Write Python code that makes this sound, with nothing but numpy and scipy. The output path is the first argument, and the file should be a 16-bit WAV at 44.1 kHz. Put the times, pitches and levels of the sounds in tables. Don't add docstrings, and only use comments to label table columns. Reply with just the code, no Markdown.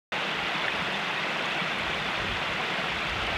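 import sys
import numpy as np
from scipy import signal
from scipy.fft import rfft, irfft, next_fast_len
from scipy.io import wavfile
from scipy.ndimage import uniform_filter1d, map_coordinates

SR = 44100
rng = np.random.default_rng(int(sys.argv[2]) if len(sys.argv) > 2 else 0)


def inscribe(sig):
    pcm = np.round(np.clip(np.atleast_2d(sig).T, -1, 1) * 32767)
    wavfile.write(sys.argv[1], SR, pcm.astype(np.int16))


N = 148617

# t/s, relative level/dB
BREEZE_ENVELOPE = [(0.13, -54), (0.22, -77), (0.42, -50.5), (0.52, -70), (0.78, -50), (1.12, -67.5),
                   (1.76, -55), (1.86, -44.5), (2.13, -58), (2.22, -39.5), (2.35, -39), (2.45, -59),
                   (2.51, -44), (2.67, -67), (3.0, -47), (3.04, -57), (3.1, -44.5), (3.37, -38)]
# f/Hz, relative level/dB
BREEZE_SPECTRUM = [(15, -26), (30, -20), (48, -4), (61, -2.5), (72, -0.5), (85, -7.5), (100, -1.5),
                   (130, -14), (200, -34), (400, -66)]
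# t/s, peak level/dB, f/Hz
GULPS = [(0.268, -32, 190), (0.816, -35, 172), (1.613, -29.5, 177), (1.734, -36, 188), (2.701, -35, 177),
         (2.785, -38, 174)]
# f/Hz, relative level/dB
SPRAY_COLOUR = [(1500, 3), (3400, -7.5), (4300, -0.5), (6000, -8.5), (9000, -16.5), (15000, -28)]
# t/s, peak level/dB, f/Hz
DROPLETS = [(0.682, -15, 1800), (.9248, -43, 9000), (1.4573, -33, 6300), (1.4573, -28, 2690),
            (1.7878, -37, 9800), (1.9711, -47, 8300), (2.8848, -46, 8800), (3.0064, -42, 8000),
            (3.0962, -31, 5000), (3.1363, -46, 8500), (3.2338, -40, 8200), (3.2642, -47, 8800),
            (3.2687, -32, 4930)]
# t/s, peak level/dB, f/Hz
PLINKS = [(.617, -30, 3430), (.635, -33, 1400), (.640, -28.5, 2230), (.676, -33, 1880), (.941, -26.5, 3510),
          (1.163, -31, 1880), (1.399, -30, 1450), (1.592, -28, 2270), (1.716, -30.5, 3430),
          (2.319, -30, 3340), (3.263, -29, 3040)]
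# f/Hz, relative level/dB
BUBBLE_COLOUR = [(200, -10.5), (400, -9), (720, -0.5), (1020, -1.5), (1480, 0.5), (1760, -4.5), (1950, 2.5),
                 (2300, 6), (2620, 4.5), (3100, 0), (3500, 4.5), (4100, -8), (5000, -24)]
# f/Hz, relative level/dB
WASH_SPECTRUM = [(60, -42), (110, -11), (200, -2), (262, -3.5), (480, -4), (720, -3.5), (1000, -1.5),
                 (1490, 0.5), (1780, -1.5), (1930, 1), (2300, -3.5), (2600, 0.5), (2950, -2.5), (3410, -5),
                 (4390, -15.5), (7000, -27.5), (10000, -37), (15000, -43.5)]

GURGLE_DB, SPRAY_DB, BUBBLE_DB, WASH_DB = -46, -45, -34, -32


def amp(db):
    return 10 ** (np.asarray(db) / 20)


def unit(x):
    return x / np.sqrt(np.mean(x ** 2) + 1e-20)


def wobble(per_s):
    return map_coordinates(rng.standard_normal(1024), [np.arange(N) * per_s / SR], mode="wrap")


def filtered(x, response):
    size = next_fast_len(N + SR // 2)
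    return irfft(rfft(x, size) * response(np.fft.rfftfreq(size, 1 / SR)), size)[:N]


def coloured(x, points):
    f, db = np.transpose(points)
    return unit(filtered(x, lambda hz: amp(np.interp(np.log(hz + 1), np.log(f + 1), db))))


def rings(onset_s, db, hz, cycles, swell, rise):
    life_s = (cycles / hz)[:, None]
    t = np.arange(min(int(life_s.max() * SR), SR // 4)) / SR
    age = t / life_s
    envelope = (1 - np.exp(-(age / swell) ** 2)) * np.exp(-np.log(1000) * age)
    envelope /= envelope.max(axis=1, keepdims=True)
    phase = 2 * np.pi * hz[:, None] * t * (1 + rise * age / 2)
    waves = amp(db)[:, None] * envelope * np.sin(phase)
    samples = (onset_s * SR).astype(int)[:, None] + np.arange(len(t))
    return np.bincount(samples.ravel(), waves.ravel(), N)[:N]


def swarm(per_s, low_hz, high_hz, cycles, swell, rise, spread_db, groups):
    when, pitch, strength, duration = rng.random((2 ** 15, 4))[:int(per_s * N / SR)].T
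    hz = (np.sqrt(low_hz) + pitch * (np.sqrt(high_hz) - np.sqrt(low_hz))) ** 2
    db = -spread_db * np.log(strength + np.exp(-6))
    life = cycles * 2 ** (duration - 0.5)
    like_pitched = np.array_split(np.argsort(hz), groups)
    return unit(sum(rings(when[g] * N / SR, db[g], hz[g], life[g], swell, rise) for g in like_pitched))


def breeze(gain_db=1):
    level_db = np.interp(np.arange(N) / SR, *np.transpose(BREEZE_ENVELOPE))
    return amp(level_db + gain_db) * coloured(rng.standard_normal(N), BREEZE_SPECTRUM)


def pool():
    gurgle = swarm(per_s=90, low_hz=137.7, high_hz=204, cycles=12.2,
                   swell=0.3, rise=0.16, spread_db=1, groups=2)
    gulps = rings(*np.transpose(GULPS), cycles=11.8, swell=0.13, rise=0.19)
    return amp(GURGLE_DB) * gurgle + gulps


def spray():
    crackle = swarm(per_s=980, low_hz=1490, high_hz=14200, cycles=9,
                    swell=0.097, rise=0.05, spread_db=1.5, groups=4)
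    return amp(SPRAY_DB) * coloured(crackle, SPRAY_COLOUR)


def droplets(cutoff_hz=11500):
    onset_s, db, hz = np.transpose(DROPLETS)
    ticks = rings(onset_s, db, hz, cycles=15, swell=0.13, rise=0)
    satellites = rings(onset_s + 0.00031, db - 8, hz * 1.73, cycles=12, swell=0.13, rise=0)
    return filtered(ticks + satellites, lambda f: 1 / np.sqrt(1 + (f / cutoff_hz) ** 20))


def plinks():
    return rings(*np.transpose(PLINKS), cycles=150, swell=0.06, rise=0.03)


def bubbles():
    ringing = swarm(per_s=3000, low_hz=298.9, high_hz=4305, cycles=34,
                    swell=0.06, rise=0.085, spread_db=2.5, groups=12)
    return amp(BUBBLE_DB) * coloured(ringing, BUBBLE_COLOUR)


def wash(patch_db=0.66):
    spectrogram = signal.stft(rng.standard_normal(N), nperseg=512)[2]
    patches = uniform_filter1d(rng.standard_normal(spectrogram.shape), size=6, axis=0)
    patches = uniform_filter1d(patches, size=8, axis=1)
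    rush = signal.istft(spectrogram * amp(patch_db * unit(patches)), nperseg=512)[1][:N]
    return amp(WASH_DB) * coloured(rush, WASH_SPECTRUM)


def scene(surge_db=0.1):
    flow = amp(surge_db * wobble(per_s=4.97))
    stream = flow * (wash() + bubbles() + spray())
    return (breeze() + pool() + droplets() + plinks() + stream)[None]


def record(dry, start_s=0.12, top_hz=15300):
    gate = np.clip((np.arange(N) / SR - start_s) * 1000, 0, 1)
    return filtered(dry[0] * gate, lambda hz: hz < top_hz)[None]


dry = scene()
out = record(dry)
inscribe(out)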